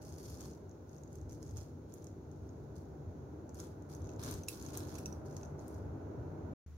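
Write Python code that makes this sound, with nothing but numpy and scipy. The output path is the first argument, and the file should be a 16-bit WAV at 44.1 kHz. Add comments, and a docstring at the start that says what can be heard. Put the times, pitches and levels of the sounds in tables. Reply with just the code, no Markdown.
"""A thin plastic glove crinkles as a hand holds food over a china plate and trims it with a knife.
The film buckles in swarms of tiny snaps, larger folds crack, and the blade clicks and rings.
Behind them: a slowly swelling kitchen rumble and microphone hiss.
Near the end the sound cuts out for a moment and comes back as a quieter motor hum."""
import sys
import numpy as np
from scipy import signal
from scipy.fft import rfft, irfft
from scipy.io import wavfile
from scipy.ndimage import uniform_filter1d

SR = 44100
rng = np.random.default_rng(int(sys.argv[2]) if len(sys.argv) > 2 else 0)


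def transcribe(u):
    """Save the signal u as a 16-bit wav file named by the first command-line argument.

    u: samples, shape (n,) or (channels, n), limited to [-1, 1]; the rate is SR.
    q: integer samples, one column per channel.
    """
    v = np.clip(np.atleast_2d(u).T, -1, 1)
    q = np.round(v * 32767).astype(np.int16)
    wavfile.write(sys.argv[1], SR, q)


N = 298554
TIME_S = np.arange(N) / SR

# hand movements: (start [s], length [s], crinkle [dB], rubbing re crinkle [dB], pan L-R [dB])
HAND_MOVES = [(0.01, 0.12, -64, -9, -0.5), (0.176, 0.17, -60.5, -12, -1), (0.386, 0.071, -61, -4.5, -0.5),
              (0.881, 0.09, -74.5, -7, 2), (1.1, 0.044, -73.5, -6, 3), (1.286, 0.053, -70, -14, -4),
              (1.404, 0.12, -73, -8, -1), (1.552, 0.035, -63.5, -3, -2.5), (1.883, 0.15, -76, -2, 3),
              (2.3, 0.35, -85, -15, -7), (2.749, .014, -68.5, -13, -1), (3.543, .04, -66, -7, 0),
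              (3.585, 0.028, -62, -0.5, 3.5), (3.888, 0.042, -65, -3.5, 0), (4, .13, -77, 1, 0),
              (4.187, 0.046, -61, 1, -0.5), (4.219, 0.097, -54, -0.5, -1), (4.473, 0.24, -61, -2.5, -1.5),
              (4.73, 0.076, -59, 0.5, -2.5), (4.866, 0.11, -61, -2, -3.5), (5.055, 0.09, -73, -9, -3),
              (5.247, 0.167, -70.5, -11, 0), (5.577, .19, -73, -22, 2.5)]
# fingers at work: (start [s], end [s])
FINGER_SPANS = [(0, 2.6), (3.5, 5.85)]
# large folds snapping through: (time [s], peak [dB], treble [dB], pan L-R [dB])
LARGE_FOLDS = [(.2567, -54, -32, -15), (.2992, -50, 5, -4), (.408, -49.5, -11, 5), (1.035, -57, -19, -2),
               (1.1292, -57.5, -7, -3), (1.1549, -53, -10, -7), (1.214, -58.5, -21, -8),
               (1.2944, -57.5, -17, -1.5), (1.3216, -52, -10, -4), (1.3299, -50, -14, 0),
               (1.4282, -49, -17, -6), (1.5706, -43, -17.5, -3), (1.5768, -48, -13, -10),
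               (1.939, -48, 2, -9), (2.043, -53, -12, -7), (2.0687, -52, -22, -3), (3.493, -53.5, -18.5, 1),
               (3.5448, -52, -4, -2), (3.6012, -42, -11.5, -4), (3.9493, -49.5, -12, -2),
               (4.2354, -41.5, -11, 4), (4.3115, -40, 2, 13.5), (4.3414, -47, -2.5, 5),
               (4.6252, -46.5, -12, 9), (4.663, -45.5, -23, -11.5), (4.735, -47.5, -10, 9),
               (4.7733, -34.5, 1.5, 2.5), (4.7805, -46, -17, -4), (5.3666, -46.5, -21, -1.5),
               (5.5926, -57, -26.5, -2), (5.681, -50, 4, 2), (5.7433, -59.5, -10, -2)]
# buckling film: (frequency [Hz], density [dB])
FILM_SPECTRUM = [(1000, -17.5), (2900, -12), (3950, -2), (5100, -0.5), (6500, 1.5), (7000, 1), (7400, -11),
                 (8200, -9), (10000, -7), (13000, -8.5), (15500, -18)]
# rubbing grip: (frequency [Hz], density [dB])
RUB_SPECTRUM = [(400, -32.5), (850, 8.5), (1080, 14.5), (1250, 7.5), (1600, 9.5), (1950, -3), (2350, 2),
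                (2900, 0.5), (4100, 12), (5400, -35.5), (9000, -17)]
# snapping fold: (frequency [Hz], density [dB])
FOLD_SPECTRUM = [(1500, -19.5), (3000, -26.5), (4800, -21.5), (5800, -6), (6650, 2), (7100, -3.5),
                 (7700, -5.5), (10500, -3.5), (13000, -6.5), (15500, -12.5)]
# knife contacts: (time [s], peak [dB], treble [dB], pan L-R [dB], tick [Hz], ring re tick [dB])
KNIFE_CONTACTS = [(4.091, -53, -35.5, -13, 6230, -11.5), (4.4343, -47.5, -1.5, .5, 6180, -23.5),
                  (4.484, -33, 0, -4, 7300, 7), (4.528, -52.5, 11, -4, 3770, -22),
                  (4.744, -51.5, 3, 1, 5680, -15), (4.954, -47.5, -8, -14.5, 6250, -12),
                  (4.984, -47.5, -1, 1, 5950, 1), (5.058, -37.5, -4.5, -0.5, 5870, -18),
                  (5.0648, -47, -11, -20, 6190, -25), (5.1257, -48, -4, -4, 5880, -24),
                  (5.4314, -50, -21, -7, 6130, -19)]
# blade modes: (frequency [Hz], level [dB], T60 [s])
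BLADE_MODES = [(2360, -7.5, 0.015), (2617, -1.5, 0.027), (3960, -9, 0.03), (5520, 0.5, 0.018),
               (5810, -1.5, 0.011), (6900, -0.5, 0.025), (7900, -2.5, 0.03), (9390, 0, 0.02),
               (11200, -6.5, 0.035), (11000, -16, .02), (13000, -7.5, 0.015)]
# knife crack: (frequency [Hz], density [dB])
CRACK_SPECTRUM = [(800, -31), (1900, -12.5), (2500, -9.5), (3400, -8.5), (5800, -3), (7000, -18),
                  (8400, -4.5), (12000, -1.5), (15500, -6)]
# rumble, bass: (frequency [Hz], density [dB])
BOOM_SPECTRUM = [(15, -62), (28, -52), (38, -23.5), (50, -12), (60, -7), (70, 2), (95, 5), (104, 2),
                 (114, -0.5), (135, -9.5), (200, -33), (450, -75.5)]
# rumble, low middle: (frequency [Hz], density [dB])
BODY_SPECTRUM = [(25, -37), (105, -8), (128, -3.5), (143, 8.5), (168, -2), (232, -2.5), (255, 1.5),
                 (275, -2.5), (312, 3), (335, -2.5), (385, -1.5), (480, -7), (900, -36.5), (3000, -74)]
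# rumble, upper part: (frequency [Hz], density [dB])
RUSH_SPECTRUM = [(30, -35.5), (250, 2), (520, 1.5), (610, 7), (690, 1), (790, 2), (880, -1), (1000, -3),
                 (1150, -9.5), (1450, -7), (1650, -15.5), (1850, -20), (2500, -27), (8000, -60.5)]
# rumble growth: (time [s], body [dB], rush [dB])
RUMBLE_SWELL = [(0.0, -53, -62), (0.5, -51.0, -62.5), (0.8, -55.5, -64.5), (1.3, -51, -64),
                (1.9, -53.0, -65), (2.6, -51, -62.5), (3.9, -51.0, -60.5), (4.3, -46, -56.5),
                (4.52, -52, -62.5), (4.75, -47.5, -57), (5.6, -49, -57), (6.5, -47.0, -56.5)]
# brief bass surges: (time [s], half width [s], rise [dB])
BOOM_SURGES = [(.28, 0.04, 6.5), (1.27, 0.063, 8), (1.56, 0.1, 7.5), (2.449, 0.1, 3), (3.08, .05, 5),
               (4.05, 0.036, 6.5), (4.35, 0.021, 9.5), (5.87, .06, 9), (6.2, 0.045, 8)]
# room noise under the hum: (frequency [Hz], density [dB])
ROOM_SPECTRUM = [(25, -39), (60, -15.5), (90, 3.5), (150, 1), (200, -13), (270, -11), (400, -16),
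                 (700, -25.5), (1500, -28), (2500, -41), (6000, -53)]
# microphone hiss: (frequency [Hz], density [dB])
HISS_SPECTRUM = [(500, 6), (2000, 0), (3000, -3.5), (4100, 0.5), (5150, -2.5), (5550, 2.5), (6800, 5),
                 (7050, -1.5), (7350, -12), (8200, -11.5), (10000, -9.5), (13000, -7), (15500, -6.5)]


def crinkle(crinkle_rms, rub_rms, patches=14, buckles_per_s=1700, spread_db=4.2, decay_s=0.0005):
    """Patches of film buckle in swarms; a firm grip adds duller rubbing."""
    t = np.arange(SR // 200) / SR
    grains = 0
    for _ in range(patches):
        sizes = undb(spread_db * np.minimum(rng.exponential(size=N), 4)) * rng.choice([-1, 1], N)
        buckles = sizes * (rng.random(N) < buckles_per_s / patches / SR)
        paths = rng.standard_normal((2, len(t))) * np.exp(-t / decay_s)  # patch to each microphone
        paths /= np.linalg.norm(paths, axis=1, keepdims=True)
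        grains += signal.oaconvolve(buckles[None], paths, axes=1)[:, :N]
    grains = steady(grains, span_s=0.094)
    film = crinkle_rms * unit_rms(colour(grains, FILM_SPECTRUM))
    rubbing = rub_rms * unit_rms(colour(grains, RUB_SPECTRUM))
    return film + rubbing


def hand(attack_s=0.0074, release_s=0.055):
    """Crinkle and rub envelopes: the film takes up strain, then settles. Moves add in power."""
    crinkle_power, rub_power = np.zeros((2, 2, N))
    for start_s, length_s, level_db, rub_db, pan_db in HAND_MOVES:
        attack = np.clip((TIME_S - start_s) / attack_s, 0, 1)
        release = np.exp(-np.clip(TIME_S - start_s - length_s, 0, 1) / release_s)
        power = (undb(level_db) * pan(pan_db) * attack * release) ** 2
        crinkle_power += power
        rub_power += power * undb(rub_db) ** 2
    return np.sqrt(crinkle_power), np.sqrt(rub_power)


def small_folds(crinkle_rms, busy_per_s=22, idle_per_s=5.4, threshold_db=-84.5, tries=120):
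    """Random flips, denser and louder above a crinkle threshold; rows as in LARGE_FOLDS."""
    effort_db = np.maximum(20 * np.log10(crinkle_rms.mean(axis=0) + 1e-9) - threshold_db, 0)
    folds = []
    for start_s, end_s in FINGER_SPANS:
        span_s = end_s - start_s
        chances, scatter = rng.random((tries, 2)), rng.standard_normal((tries, 3))
        for (when, luck), (size, bright, side) in zip(chances, scatter):
            time_s = start_s + when * span_s
            excess_db = np.interp(time_s, TIME_S, effort_db)
            rate_per_s = busy_per_s if excess_db > 0 else idle_per_s
            if luck < rate_per_s * span_s / tries:
                peak_db = -61 + 0.19 * excess_db + 0.5 * size
                treble_db, pan_db = -26.5 + 6.5 * bright, 1.5 * side
                folds.append((time_s, peak_db, treble_db, pan_db))
    return folds


def fold_snaps(folds, decay_s=0.0018, samples=2048, max_folds=256):
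    """Each fold flips over with a crack a few milliseconds long."""
    out, t = np.zeros((2, N)), np.arange(samples) / SR
    noises = rng.standard_normal((max_folds, 2, samples))
    for (time_s, peak_db, treble_db, pan_db), noise in zip(folds, noises):
        crack = colour(noise * np.exp(-t / decay_s), FOLD_SPECTRUM)
        place(out, time_s, shelf(crack, treble_db, edge_hz=7300), peak_db, pan_db)
    return out


def knife(tick_s=0.002, crack_s=0.0024, scrape_s=0.039, scrape_db=-13, bite_s=0.00065, samples=6000):
    """Each contact cracks, scrapes, ticks and rings the hand-damped blade."""
    out, t = np.zeros((2, N)), np.arange(samples) / SR
    mode_hz, mode_db, t60_s = np.transpose(BLADE_MODES)[:, :, None]
    mode_decay = undb(mode_db) * np.exp(-np.log(1000) * t / t60_s)
    contact = np.exp(-t / crack_s) + undb(scrape_db) * np.exp(-t / scrape_s)
    onset = 1 - np.exp(-t / bite_s)
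    for time_s, peak_db, treble_db, pan_db, tick_hz, ring_db in KNIFE_CONTACTS:
        phase = rng.uniform(0, 2 * np.pi, mode_hz.shape)
        phase = phase + rng.normal(0, 1.0, (2, *mode_hz.shape))  # per channel
        ring = np.sum(mode_decay * np.sin(2 * np.pi * mode_hz * t + phase), axis=1)
        tick = np.exp(-t / tick_s) * np.sin(2 * np.pi * tick_hz * t + phase[:, 0])
        crack = colour(rng.standard_normal((2, samples)) * contact, CRACK_SPECTRUM)
        crack_gain = undb(3.5) * (0.081 + undb(ring_db))
        click = (tick + undb(ring_db) * ring + crack_gain * crack) * onset
        place(out, time_s, shelf(click, treble_db, edge_hz=8200), peak_db, pan_db)
    return out


def kitchen(x, wet_db, t60_s=0.25, build_s=0.0018):
    """Tiled walls and worktop return a short, bright tail."""
    t = np.arange(SR // 2) / SR
    envelope = np.exp(-np.log(1000) * t / t60_s) * (1 - np.exp(-t / build_s))
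    tail = rng.standard_normal((2, len(t))) * envelope
    tail /= np.linalg.norm(tail, axis=1, keepdims=True)
    return x + undb(wet_db) * signal.fftconvolve(x, tail, axes=1)[:, :N]


def rumble(boom_re_body_db=-1):
    """Rumble like distant traffic booms in the low room modes; its diffuse top slowly grows."""
    swell_s, *levels_db = np.transpose(RUMBLE_SWELL)
    body_db, rush_db = [np.interp(TIME_S, swell_s, db) for db in levels_db]
    surge_db = sum(db * np.exp(-((TIME_S - time_s) / width_s) ** 2) for time_s, width_s, db in BOOM_SURGES)
    boom_db = body_db + boom_re_body_db + surge_db
    boom = steady(stereo_noise(BOOM_SPECTRUM, side_db=-20), span_s=0.3) * undb(boom_db)
    body = steady(stereo_noise(BODY_SPECTRUM, side_db=-16), span_s=0.32) * undb(body_db)
    rush = stereo_noise(RUSH_SPECTRUM, side_db=-0.76) * undb(rush_db)
    return boom * pan(0.26) + body * pan(1.4) + rush * pan(-2.0)


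def motor_hum(hum_hz=77.4, hum_db=-51, room_db=-57):
    """A motor's low tone over faint room noise."""
    tone = unit_rms(np.sin(2 * np.pi * hum_hz * TIME_S))
    return undb(hum_db) * tone + undb(room_db) * stereo_noise(ROOM_SPECTRUM, side_db=-7.5)


def microphone_hiss(mid_db=-78):
    """Steady, wide microphone noise."""
    return undb(mid_db) * stereo_noise(HISS_SPECTRUM, side_db=-0.11) * pan(1.0)


def undb(db):
    """Decibels to gain."""
    return 10 ** (np.asarray(db) / 20)


def unit_rms(x):
    """Scale to rms 1."""
    return x / np.sqrt(np.mean(x ** 2))


def pan(pan_db):
    """Constant-power gains for a left-minus-right level."""
    gains = undb(np.array([[0.5], [-0.5]]) * pan_db)
    return gains / np.sqrt(np.mean(gains ** 2, axis=0))


def colour(x, spectrum, taps=8192):
    """Minimum-phase filter through (frequency [Hz], level [dB]) points."""
    hz, db = np.transpose(spectrum)
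    grid_hz = np.maximum(np.arange(taps // 2 + 1) * SR / taps, 1)
    gain = undb(np.interp(np.log(grid_hz), np.log(hz), db))
    cepstrum = irfft(np.log(gain))
    cepstrum[1:taps // 2] *= 2
    cepstrum[taps // 2 + 1:] = 0
    impulse = irfft(np.exp(rfft(cepstrum)))
    return signal.fftconvolve(x, impulse[None], axes=1)[:, :x.shape[1]]


def stereo_noise(spectrum, side_db):
    """Coloured mid/side noise, mid at rms 1."""
    mid, side = colour(rng.standard_normal((2, N)), spectrum)
    return unit_rms(mid) + undb(side_db) * unit_rms(side) * np.array([[1], [-1]])


def steady(x, span_s):
    """Even out slow level swings."""
    power = uniform_filter1d(x.mean(axis=0) ** 2, int(span_s * SR))
    return x / np.sqrt(power + 1e-9)


def shelf(x, gain_db, edge_hz, width_hz=700):
    """Raise or lower everything above an edge."""
    hz = np.arange(x.shape[1] // 2 + 1) * SR / x.shape[1]
    above = (1 + np.tanh((hz - edge_hz) / width_hz)) / 2
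    return irfft(rfft(x) * undb(gain_db * above), x.shape[1])


def place(out, time_s, x, peak_db, pan_db):
    """Mix in a short sound; peak_db sets its highest 1 ms rms."""
    peak = np.sqrt(uniform_filter1d(np.mean(x ** 2, axis=0), SR // 1000).max())
    start = int(time_s * SR)
    out[:, start:start + x.shape[1]] += (x / peak * undb(peak_db) * pan(pan_db))[:, :N - start]


def scene(stop_s=6.536, resume_s=6.662, fade_s=0.001):
    """Glove and knife over rumble and hiss; a short silence; hum and hiss."""
    hiss = microphone_hiss()
    crinkle_rms, rub_rms = hand()
    film = crinkle(crinkle_rms, rub_rms) + fold_snaps(LARGE_FOLDS + small_folds(crinkle_rms))
    glove = kitchen(film, wet_db=-7)
    blade = kitchen(knife(), wet_db=-12)
    # the left microphone catches more of the top octave
    handling = shelf(glove + blade, gain_db=np.array([[1.2], [-1.2]]), edge_hz=8000)
    before_gap = np.clip((stop_s - TIME_S) / fade_s, 0, 1)
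    after_gap = np.clip((TIME_S - resume_s) / fade_s, 0, 1)
    return (handling + rumble() + hiss) * before_gap + (motor_hum() + hiss) * after_gap


def record(dry, cutoff_hz=15800):
    """The phone cuts the top."""
    return signal.sosfilt(signal.ellip(10, 0.2, 70, cutoff_hz, fs=SR, output="sos"), dry)


dry = scene()
out = record(dry)
transcribe(out)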